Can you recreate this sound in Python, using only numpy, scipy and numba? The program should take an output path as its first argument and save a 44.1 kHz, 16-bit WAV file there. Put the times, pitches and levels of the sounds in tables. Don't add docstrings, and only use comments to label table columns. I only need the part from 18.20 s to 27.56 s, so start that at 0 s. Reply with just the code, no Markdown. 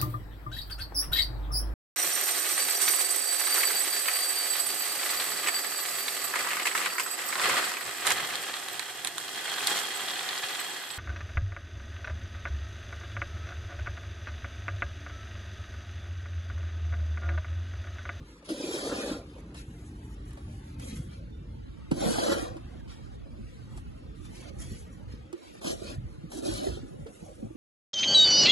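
import sys
import numpy as np
from scipy import signal
from scipy.fft import rfft, irfft
from scipy.io import wavfile
from scipy.ndimage import uniform_filter1d
from numba import njit

SR = 44100
rng = np.random.default_rng(int(sys.argv[2]) if len(sys.argv) > 2 else 0)


def natural_amplitude(level_db):
    exponent = np.asarray(level_db, float) / 20
    return 10 ** exponent


def transcribe(signal):
    frames = np.atleast_2d(signal).T
    limited = np.clip(frames, -1, 1)
    pcm = np.round(limited * 32767).astype(np.int16)
    wavfile.write(sys.argv[1], SR, pcm)


N = 412776


def unit(x):
    return x / np.sqrt(np.mean(x ** 2))


def curve(table, outside=None):
    s, *columns = np.transpose(table)
    return [np.interp(np.arange(N) / SR, s, c, outside, outside) for c in columns]


def colour(x, points):
    hz, db = np.transpose(points)
    f = np.fft.rfftfreq(N, 1 / SR) + 1
    spectrum_db = np.interp(np.log(f), np.log(hz), db, -90, -90)
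    return unit(irfft(rfft(x) * natural_amplitude(spectrum_db), N))


@njit
def svf(x, hz, width):
    y, b, l = np.empty(len(x)), 0., 0.
    for i in range(len(x)):
        g, k = np.tan(np.pi * hz[i] / SR), width / hz[i]
        v = (b + g * (x[i] - l)) / (1 + g * (g + k))
        b, l, y[i] = 2 * v - b, l + 2 * g * v, k * v
    return y


def resonate(x, hz, width):
    return svf(x, np.full(len(x), float(hz)), float(width))


def smooth_twice(x, size):
    return uniform_filter1d(uniform_filter1d(x, size), size)


def walk(rate):
    k = int(SR / rate)
    return unit(smooth_twice(np.repeat(rng.standard_normal(N // k + 1), k), k)[:N])


def slips(rate, spread_db):
    size = np.minimum(rng.exponential(size=N), 4.5)
    return (rng.random(N) < rate / SR) * rng.choice([-1., 1.], N) * natural_amplitude(spread_db * size)


def decay(t, t60):
    return np.exp(-np.log(1000) * t / t60)


# (share of the length [0-1], level under the top [dB])
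SUDDEN = [(0, -7), (.25, 2), (.7, -8), (1, -21)]
GRADUAL = [(0, -8.5), (.4, 1.5), (.75, -1.5), (1, 1)]


def swell(s, length, shape):
    share, db = np.transpose(shape)
    return natural_amplitude(np.interp(np.arange(N) / SR, s + length * np.sort(share), db, -200, -200))


def progress(push):
    return np.interp(np.arange(N) / SR, [push[0][0], push[-1][0]], [0, 1])


# (time [s], level [dB])
BREEZE = [(0, -39), (.18, -58), (.9, -45.5), (1.6, -40.5), (2.3, -39.5), (2.8, -38), (3.6, -40),
          (4.1, -39.5), (4.55, -41.5), (5.6, -41.5), (6.25, -43.5), (7.0, -42.5), (7.13, -55), (7.4, -53),
          (7.76, -37.5), (8.1, -48), (8.9, -54.5), (9.36, -73)]
# (time [s], length [s], level [dB])
GUSTS = [(1.813, 0.11, -42), (2.222, 0.15, -38.5), (5.597, 0.089, -39), (6.332, 0.23, -39.5),
         (6.694, 0.077, -47), (8.27, 0.11, -35.5), (8.408, 0.249, -39.5), (8.703, 0.15, -42),
         (8.998, 0.2, -49), (9.183, 0.16, -47)]
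# (frequency [Hz], level [dB per Hz])
RUMBLE = [(15, -42), (25, -17), (38, -2.5), (59, -3.5), (127, -8), (166, -18), (198, -20), (260, -18),
          (340, -69), (570, -120)]
# (frequency [Hz], level [dB per Hz])
FLUTTER = [(82, -40), (140, -6), (167, 0), (203, -1), (300, -7.5), (365, -15.5), (530, -12.5), (900, -18),
           (1170, -35), (1980, -120)]
# (frequency [Hz], level [dB per Hz])
AIR = [(180, -59), (300, -4), (531, -13.5), (669, -27.5), (1200, -19.5), (2200, -24.5), (3890, -29),
       (7320, -41.5), (8680, -42), (10800, -41), (12000, -53), (15600, -76), (22000, -120)]
# (time [s], level [dB])
STILL = [(0, 0.5), (1.3, 0.5), (2.7, -0.5), (3.1, -2.5), (3.65, -0.5), (4.3, -0.5), (9.36, -0.5)]
# (time [s], level [dB])
HUM = [(0, -85), (.9, -52.5), (2.8, -54.5), (3.1, -73), (9.36, -92)]


def outdoors():
    breeze_db, still_db = curve(BREEZE)[0], curve(STILL)[0]
    gusts = sum((natural_amplitude(db) * swell(s, length, GRADUAL)) ** 2 for s, length, db in GUSTS)
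    wind = uniform_filter1d(np.sqrt(natural_amplitude(breeze_db) ** 2 + gusts), size=441)
    rumble = colour(rng.standard_normal(N), RUMBLE) * natural_amplitude(0.14 * walk(30))
    flutter_db = -50 + 0.87 * still_db + 0.23 * (breeze_db + 34.0) + 2.0 * walk(23)
    flutter = colour(rng.standard_normal(N), FLUTTER) * natural_amplitude(flutter_db)
    air_db = -55.5 + still_db + 0.1 * (breeze_db + 48.0) + 1.0 * walk(2.215)
    air = colour(rng.standard_normal(N), AIR) * natural_amplitude(air_db)
    hum_hz = 293.5 + 1.54 * walk(6.6)
    hum = np.sin(2 * np.pi * np.cumsum(hum_hz) / SR) * natural_amplitude(curve(HUM)[0])
    return wind * rumble + flutter + air + hum


def house_fronts(shovel):
    t = np.arange(SR // 3) / SR
    wash = signal.lfilter([1], [1, -.7], rng.standard_normal(len(t))) * decay(t, .2) * (t > .012)
    return natural_amplitude(-18.0) * signal.fftconvolve(shovel, wash / np.linalg.norm(wash))[:N]


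def strike(table, rise_cycles, t60, upper, sag=0, trim_db=3.5):
    out, t = np.zeros(N + SR), np.arange(SR // 3) / SR
    sag_s = 0.00277
    for s, db, hz in table:
        turns = 2 * np.pi * hz * (t + sag * sag_s * (1 - np.exp(-t / sag_s)))
        ring = np.sin(turns) + upper * np.sin(1.76 * turns) * np.exp(-t / 0.088)
        ring *= (1 - np.exp(-t * hz / rise_cycles)) * decay(t, t60)
        out[int(s * SR):][:len(t)] += natural_amplitude(db + trim_db) * ring / np.abs(ring).max()
    return out[:N]


# (time [s], peak level [dB], frequency [Hz])
THUDS = [(.224, -47, 514), (1.162, -43, 467), (1.181, -42, 537), (2.175, -45, 530), (2.59, -39, 122),
         (2.764, -35, 134), (2.792, -29, 122), (2.883, -35, 109), (4.555, -42.5, 302), (9.083, -44.5, 475),
         (6.386, -35.5, 62), (7.779, -32, 119), (7.843, -33, 81), (7.981, -36.5, 137), (8.478, -32, 73.4),
         (8.707, -43, 157), (8.79, -36.5, 150), (8.815, -41, 120), (9.226, -31, 216), (9.243, -32, 108)]
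# (time [s], peak level [dB], frequency [Hz])
PING = [
    (3.118, -62.5, 3600),
]


def thuds_and_ping():
    return strike(THUDS, .6, .065, .2, sag=.8) + strike(PING, 8, .45, 0, trim_db=0)


# (time [s], peak level [dB], dull part [dB])
TICKS = [(0.1146, -62, -17), (0.2233, -67, 1), (0.2498, -67, -7), (0.2887, -44.5, -6), (1.1806, -65, 0),
         (1.3434, -46, -9.5), (2.1053, -51, -12.5), (2.1311, -46, -24), (2.171, -56.5, -1.5),
         (2.596, -38, -28), (2.622, -48, -16), (3.712, -33, -11.5), (4.355, -74, -10), (4.3654, -57.5, 0.5),
         (4.6747, -70, 4.5), (5.5734, -62.5, 6), (6.4134, -54, -15), (6.9007, -68, -17), (6.9306, -72, -11),
         (7.1268, -39, -16), (7.2714, -53, -13), (7.4137, -50.5, -4), (8.1162, -58.5, 4.5),
         (8.796, -68, -3), (8.864, -63.5, 7), (.5313, -49, -20), (.544, -48, -16), (.624, -51, -15),
         (.671, -57, -15), (.8521, -54, -15), (2.69, -62, -15), (2.94, -67, -8), (3.101, -64, -19),
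         (3.99, -39, -6), (4.121, -40, -6), (4.2202, -49, -8), (6.05, -56, -10), (6.165, -51, -13),
         (6.2263, -55, -11), (6.2904, -58, -14), (7.4328, -51, -16), (7.4417, -38, -12), (7.6922, -57, -16)]


def ticks():
    out, t = np.zeros(N + SR), np.arange(SR // 8) / SR
    noise = rng.standard_normal((48, 2, len(t)))
    for (s, db, dull_db), (bright, low) in zip(TICKS, noise):
        burst = signal.lfilter([1, -.25], 1, bright) * decay(t, 0.019)
        burst += natural_amplitude(dull_db + 17.5) * resonate(low, 950, 1020) * decay(t, 0.084)
        out[int(s * SR):][:len(t)] += natural_amplitude(db + 4.5) * burst * np.minimum(t / 0.0027, 1)
    return out[:N]


# (time [s], length [s], level [dB], crunch [dB], powder [dB])
SLIDES = [(.245, 0.059, -51, -3.5, -4.5), (1.343, 0.11, -49, -6, -5.5), (2.05, 0.18, -73, -12, 7),
          (2.6, 0.14, -50.5, -11, 0), (2.67, 0.11, -49, -12, 0.5), (2.745, 0.11, -52.5, -10, 1.5),
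          (2.9, 0.14, -57.5, -3.5, -8.5), (4.68, 0.16, -56, -2, -8), (5.56, 0.065, -64, -12, 4),
          (6.04, 0.057, -58, -8, 1), (6.14, 0.08, -53, -21, -3), (6.27, 0.055, -54, -6, -14),
          (6.385, 0.15, -51.5, -10, 4), (6.47, 0.21, -53.5, -10, -1), (6.88, 0.19, -57.5, -6, -11.5),
          (8.86, 0.56, -65, -14, 3.5)]
# (time [s], length [s], level [dB], crunch [dB], powder [dB])
SHUFFLES = [(0, 0.2, -63.5, -6, -5.5), (1.0, 0.21, -68, 1, -1.5), (1.38, 0.57, -71.5, -18, 4.5),
            (2.18, 0.37, -66, -11, -0.5), (2.585, 0.038, -54.5, -4, -3), (2.8, 0.12, -63.5, -6, -3),
            (3.05, 1, -84, -13, -23), (4.3, 0.31, -70, 9, -5), (4.75, 0.21, -67, 5, -8),
            (5.1, 0.47, -66, -0.5, -5.5), (5.6, 0.21, -82.5, 4, 8.5), (5.95, 0.2, -65, -2.5, -1.5),
            (6.09, 0.13, -57.5, -16, -4.5), (6.2, 0.1, -54, -5, -10), (6.3, 0.18, -64.5, -11, -3.5),
            (6.55, 0.29, -73, 6, 1.5), (7.14, 0.26, -57, -4.5, -7), (7.76, 0.42, -67.5, 0, -6),
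            (8.68, 0.35, -74.5, 7, 5)]


def moving_snow():
    packing_db, smother_db = 10.5, -5
    power = np.zeros((3, N))
    for p, (_, _, _, crunch_db, powder_db) in zip(PUSHES, LOADS):
        load = progress(p) - .5
        layers_db = [0 * load, crunch_db + packing_db * load, powder_db + smother_db * load]
        power += natural_amplitude(curve(p, -200)[0] + layers_db) ** 2
    pushed = power[0].copy()
    for table, shape in (SLIDES, SUDDEN), (SHUFFLES, GRADUAL):
        for s, length, db, crunch_db, powder_db in table:
            layers_db = db + np.array([[0], [crunch_db], [powder_db]])
            power += (swell(s, length, shape) * natural_amplitude(layers_db)) ** 2
    return uniform_filter1d(np.sqrt([*power, pushed / power[0]]), size=177)


def grains(rate, spread_db):
    return unit(slips(rate, spread_db)) + 0.83 * rng.standard_normal(N)


# (frequency [Hz], width [Hz], level [dB])
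CRUNCH = [(860, 69, -20), (1038, 49, -10.5), (1222, 36, -12.5), (1382, 53, -14), (1490, 220, -17.5)]
# (frequency [Hz], level [dB per Hz])
HISS = [(1000, -36), (1700, -6.5), (2300, -1), (2800, -5.5), (3220, -3.5), (3570, -6.5), (3940, -4.5),
        (5200, -7.5), (7200, -19.5), (9360, -30), (15800, -120)]
# (frequency [Hz], level [dB per Hz])
POWDER = [(5500, -3), (6800, -5.5), (8500, -3), (10500, -4), (11600, -8.5), (12300, -101)]


def snow():
    hiss_gain, crunch_gain, powder_gain, scooped = moving_snow()
    shared_db = 1.2 * walk(24)
    lumps = grains(1500, 2.8)
    crunch = unit(sum(natural_amplitude(db) * resonate(lumps, f, 1.44 * w) for f, w, db in CRUNCH))
    crunch = unit(crunch + 0.34 * unit(resonate(resonate(lumps, 1200, 770), 1200, 1000)))
    crunch *= natural_amplitude(0.052 * walk(36))
    hiss = colour(grains(5000, 0.85), HISS) * natural_amplitude(1.0 * walk(45))
    hiss = hiss - .8 * scooped * resonate(hiss, 2150, 900)
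    hiss *= natural_amplitude(-0.5 * scooped)
    powder = colour(grains(6000, 4.1), POWDER) * natural_amplitude(2.07 * walk(40))
    return natural_amplitude(shared_db) * (crunch * crunch_gain + hiss * hiss_gain + powder * powder_gain)


# (time [s], peak level [dB], frequency [Hz])
KNOCKS = [(0.302, -24, 320), (0.317, -25, 300), (0.399, -28, 298), (0.439, -25, 347), (0.487, -30, 343),
          (0.539, -23.5, 359), (0.628, -33, 350), (0.669, -26, 472), (0.722, -25.5, 310), (0.76, -38, 301),
          (0.784, -30.5, 267), (0.882, -45, 295), (0.912, -22.5, 299), (0.954, -33, 284), (3.829, -37, 258),
          (3.859, -20.5, 205), (3.885, -22.5, 195), (3.905, -27.5, 246), (3.946, -37, 173),
          (3.983, -29.5, 277), (4.072, -39, 276), (4.09, -30, 305), (4.119, -25, 358), (4.166, -29.5, 340),
          (4.227, -29, 320), (4.342, -44, 131), (4.36, -34.5, 328), (5.061, -41.5, 247),
          (5.187, -37.5, 214), (6.513, -33, 208), (6.935, -38.5, 230), (7.445, -37.5, 204),
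          (7.47, -38, 303), (7.492, -35, 350), (7.528, -29, 376), (7.62, -30.5, 368), (8.036, -35, 170),
          (8.185, -32, 298), (8.227, -29, 315), (8.286, -25, 330), (8.383, -44, 236), (8.416, -38, 340),
          (8.469, -20, 388), (8.63, -37.5, 263), (9.022, -36.5, 184), (9.306, -38.5, 332), (9.35, -36, 266)]
# (time [s], peak level [dB], frequency [Hz])
SNAGS = [(0.344, -32, 554), (0.402, -31, 493), (0.46, -37, 479), (0.509, -35, 437), (0.631, -46, 564),
         (0.717, -36, 477), (0.804, -33, 500), (0.835, -26.5, 550), (0.875, -39, 450), (0.893, -41, 470),
         (3.826, -36, 750), (3.904, -27, 516), (3.958, -25, 667), (3.985, -21.5, 715), (4.034, -24, 720),
         (4.083, -23, 470), (4.128, -34, 444), (4.217, -38, 690), (8.238, -38, 565), (8.441, -29.5, 604),
         (8.573, -34, 434), (8.862, -34, 446)]
# (time [s], peak level [dB], frequency [Hz])
TAP = [
    (7.132, -32, 353),
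]
# (time [s], peak level [dB], frequency [Hz])
SLAM = [
    (3.7146, -20, 150.5),
    (3.716, -27, 104),
    (3.7175, -27, 214),
    (3.727, -39, 239),
]


def knocks():
    return (strike(KNOCKS, .6, .06, .35) + strike(SNAGS, .7, .04, .2)
            + strike(TAP, 4.0, .085, .02) + strike(SLAM, .55, .04, .1, sag=3.5))


# (time [s], sliding effort [dB], weight on the edge [dB])
PUSHES = [
    [(.27, -71, 7), (.292, -38, 1), (.33, -42.5, -3), (.42, -42, -1.5), (.5, -41, 3), (.535, -36, -4.5),
     (.7, -39, 4), (.93, -42.5, 5), (1.05, -69, 11)],
    [(3.71, -59, 5), (3.78, -43.5, 5), (3.87, -36.5, 5.5), (3.93, -35, -4), (4.06, -36.5, 1),
     (4.128, -32, 1), (4.15, -42.5, 3.5), (4.24, -42.5, -1.5), (4.4, -71.5, 9)],
    [(7.41, -55, 3), (7.466, -34.5, 0.5), (7.52, -38.5, 3), (7.566, -52.5, -2), (7.704, -47.5, 5),
     (7.75, -52, 2.5), (7.78, -71, 13)],
    [(8.1, -64, 12), (8.12, -53, 10.5), (8.188, -46, 4), (8.21, -50.5, 6), (8.264, -38, 7), (8.36, -40, -3),
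     (8.44, -41, 4.5), (8.49, -45.5, 4.5), (8.76, -73, -8)],
]
# (resonance at start [Hz], at end [Hz], upper modes [dB], crunch [dB], powder [dB])
LOADS = [(320, 316, -10, -4, -7), (238, 297, -7.5, -0.5, -5.5), (263, 290, -10.5, -6, -5),
         (290, 274, -13, -6, -5)]
STIFFEN = [1, 10.5, -5.5, 5]
# (time [s], length [s], level [dB], resonance [Hz], upper modes [dB])
TOUCHES = [(2.581, 0.16, -40.5, 212, -39), (6.155, 0.28, -53, 253, -12.5), (7.169, 0.19, -59.5, 302, -6),
           (8.58, 0.35, -53, 288, -14), (8.953, 0.18, -64.5, 258, 2), (9.176, 0.1, -50, 290, -11.5)]
# (multiple of the main one, width [Hz], level [dB])
BLADE = [(1, 148, -5.5), (.72, 320, -8.5), (1.3, 82, -4)]
# (frequency [Hz], width [Hz], level [dB])
RIBS = [(467, 28.5, 0), (581.5, 65, -8), (633, 20, -6), (755, 144, -10.5)]


def blade():
    contacts = []  # gain, main resonance [Hz], upper modes [dB]
    for p, (first, last, db, _, _), grow_db in zip(PUSHES, LOADS, STIFFEN):
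        gain = natural_amplitude(np.sum(curve(p, -100), axis=0))
        done = progress(p)
        contacts.append((gain, first + (last - first) * done, db + grow_db * (done - .5)))
    for s, length, db, hz, ribs_db in TOUCHES:
        contacts.append((natural_amplitude(db) * swell(s, length, GRADUAL), hz, ribs_db))
    gain = sum(c[0] for c in contacts)
    hz, ribs_db = (uniform_filter1d(sum(c[0] * c[k] for c in contacts) / gain, size=441) for k in (1, 2))
    push = unit(slips(1600, 2.2)) * natural_amplitude(0.9 * walk(30))
    body, ribs = np.zeros(N), np.zeros(N)
    for k, (multiple, width, db) in enumerate(BLADE):
        body += (-1) ** k * natural_amplitude(db) * svf(push, hz * multiple, float(width))
    for k, (f, width, db) in enumerate(RIBS):
        ribs += (-1) ** k * natural_amplitude(db) * resonate(push, f, width)
    body = unit(svf(body, hz, 300.0))
    ribs = unit(resonate(ribs, 640, 205))
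    return uniform_filter1d(gain, size=221) * (body + natural_amplitude(ribs_db + 11.0) * ribs)


def stronger_of_pair(mid, side, band, gap_db, faint_db):
    starts = np.flatnonzero(np.diff(band, prepend=-1))
    bins = [uniform_filter1d(np.abs(v) ** 2, size=5, axis=1) + 1e-20 for v in (mid, side)]
    power = [np.add.reduceat(p, starts)[band] / np.bincount(band)[band, None] for p in bins]
    lead_db = 10 * np.log10(power[0] / power[1])
    heard = [p > natural_amplitude(2 * faint_db) * (power[0] + power[1]) for p in bins]
    mid = mid * heard[0] * np.clip(lead_db + gap_db, .003, 1)
    side = side * heard[1] * np.clip(gap_db - lead_db, .003, 1)
    return mid, side


# (frequency [Hz], left leads [rad], shared part [0-1])
PORTS = [(30, -1.3, .75), (320, -1.35, .78), (380, -2, .5), (440, -4.2, .6), (540, -4.2, .62),
         (620, -3.6, .7), (690, -3.15, .9), (790, -3.7, .76), (950, -3.9, .8), (1080, -4.1, .8),
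         (1220, -4.8, .6), (1400, -4.3, .55), (1520, -3.5, .6), (1700, -2.4, .62), (2150, -2.9, .76),
         (2450, -1.9, .7), (2850, -3.1, .9), (3100, -.8, .7), (3900, -.2, .75), (4600, -.3, .6),
         (5050, -2.9, .74), (5400, -1, .55), (5800, -2.9, .72), (6400, 0, .92), (7400, 0, .85),
         (8400, -3.1, .84), (9500, -3.6, .8), (10450, -6.28, .92)]
# (frequency [Hz], level difference [dB])
LEFT = [(30, -3), (260, -1.5), (345, -6), (420, -2.5), (520, 1.5), (900, 0.5)]


def ports(x):
    f, t, z = signal.stft(x, SR, nperseg=1024, noverlap=768)
    f_col = f[:, None]
    band = np.unique(np.round(9 * np.log2(f + 500)), return_inverse=True)[1]
    streaks = uniform_filter1d(rng.standard_normal(z.shape), size=2, axis=0)
    streaks = unit(uniform_filter1d(streaks, size=15, axis=1))
    z = z * natural_amplitude(2.6 * np.clip(f_col / 2500, 0, 1) * streaks - 1)
    hz, lead, shared = np.transpose(PORTS)
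    filter_hz = 720
    edge_hz = filter_hz / (1 + np.exp((t - 2.5) / .55))
    apart = 1 / (1 + (edge_hz / (f_col + 1)) ** 9)
    near_edge = (edge_hz / filter_hz) ** 2 / (1 + (f_col / (1.5 * edge_hz + 1)) ** 6)
    wander = unit(uniform_filter1d(rng.standard_normal(z.shape), size=19, axis=1))[band]
    tilt = natural_amplitude(np.interp(f, *np.transpose(LEFT)) / 2)[:, None]
    pushing = np.interp(t, np.arange(N) / SR, sum(curve(p, -200)[0] > -56 for p in PUSHES))
    all_round = ((f > 1300) & (f < 4700))[:, None] * (1 - pushing)
    share = np.clip(np.interp(f, hz, shared), 0, 1)[:, None]
    share = share * (1 - 0.73 * near_edge) * (1 - .6 * all_round)
    sway = np.interp(f, [300, 1500], [1.1, 2.2])[:, None]
    angle = np.interp(f, hz, lead)[:, None] - 1.53 * near_edge + sway * np.sqrt(1 - share) * wander
    turn = np.exp(.5j * angle)
    pair = []
    for own in turn * tilt, turn.conj() / tilt:
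        drift = uniform_filter1d(rng.standard_normal(z.shape), size=7, axis=0)
        drift = unit(uniform_filter1d(drift, size=21, axis=1))
        port = own * (np.sqrt(share) + np.sqrt(1 - share) * np.exp(1j * sway * drift))
        pair.append(z * (1 - apart + apart * port))
    gap_db = 8 + np.interp(f, [1000, 2000], [2, 0])[:, None] * (1 + 2 * pushing)
    mid, side = (pair[0] + pair[1]) / 2, (pair[0] - pair[1]) / 2
    mid, side = stronger_of_pair(mid, side, band, gap_db, faint_db=-10.5)
    return signal.istft(np.array([mid + side, mid - side]), SR, nperseg=1024, noverlap=768)[1][:, :N]


def scene():
    shovel = blade() + snow() + knocks() + thuds_and_ping()
    heard = ports(shovel + house_fronts(shovel) + outdoors())
    tick = ticks()
    return heard + np.array([np.roll(tick, shift=10), tick])


def top_cut(x):
    return signal.sosfilt(signal.butter(12, 12480, fs=SR, output="sos"), x)


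def record(dry):
    dry = signal.sosfilt(signal.cheby1(3, 2, 46, "highpass", fs=SR, output="sos"), dry)
    dry = signal.sosfilt(signal.ellip(10, .3, 70, 11900, fs=SR, output="sos"), dry)
    return top_cut(dry)


dry = scene()
out = record(dry)
transcribe(out)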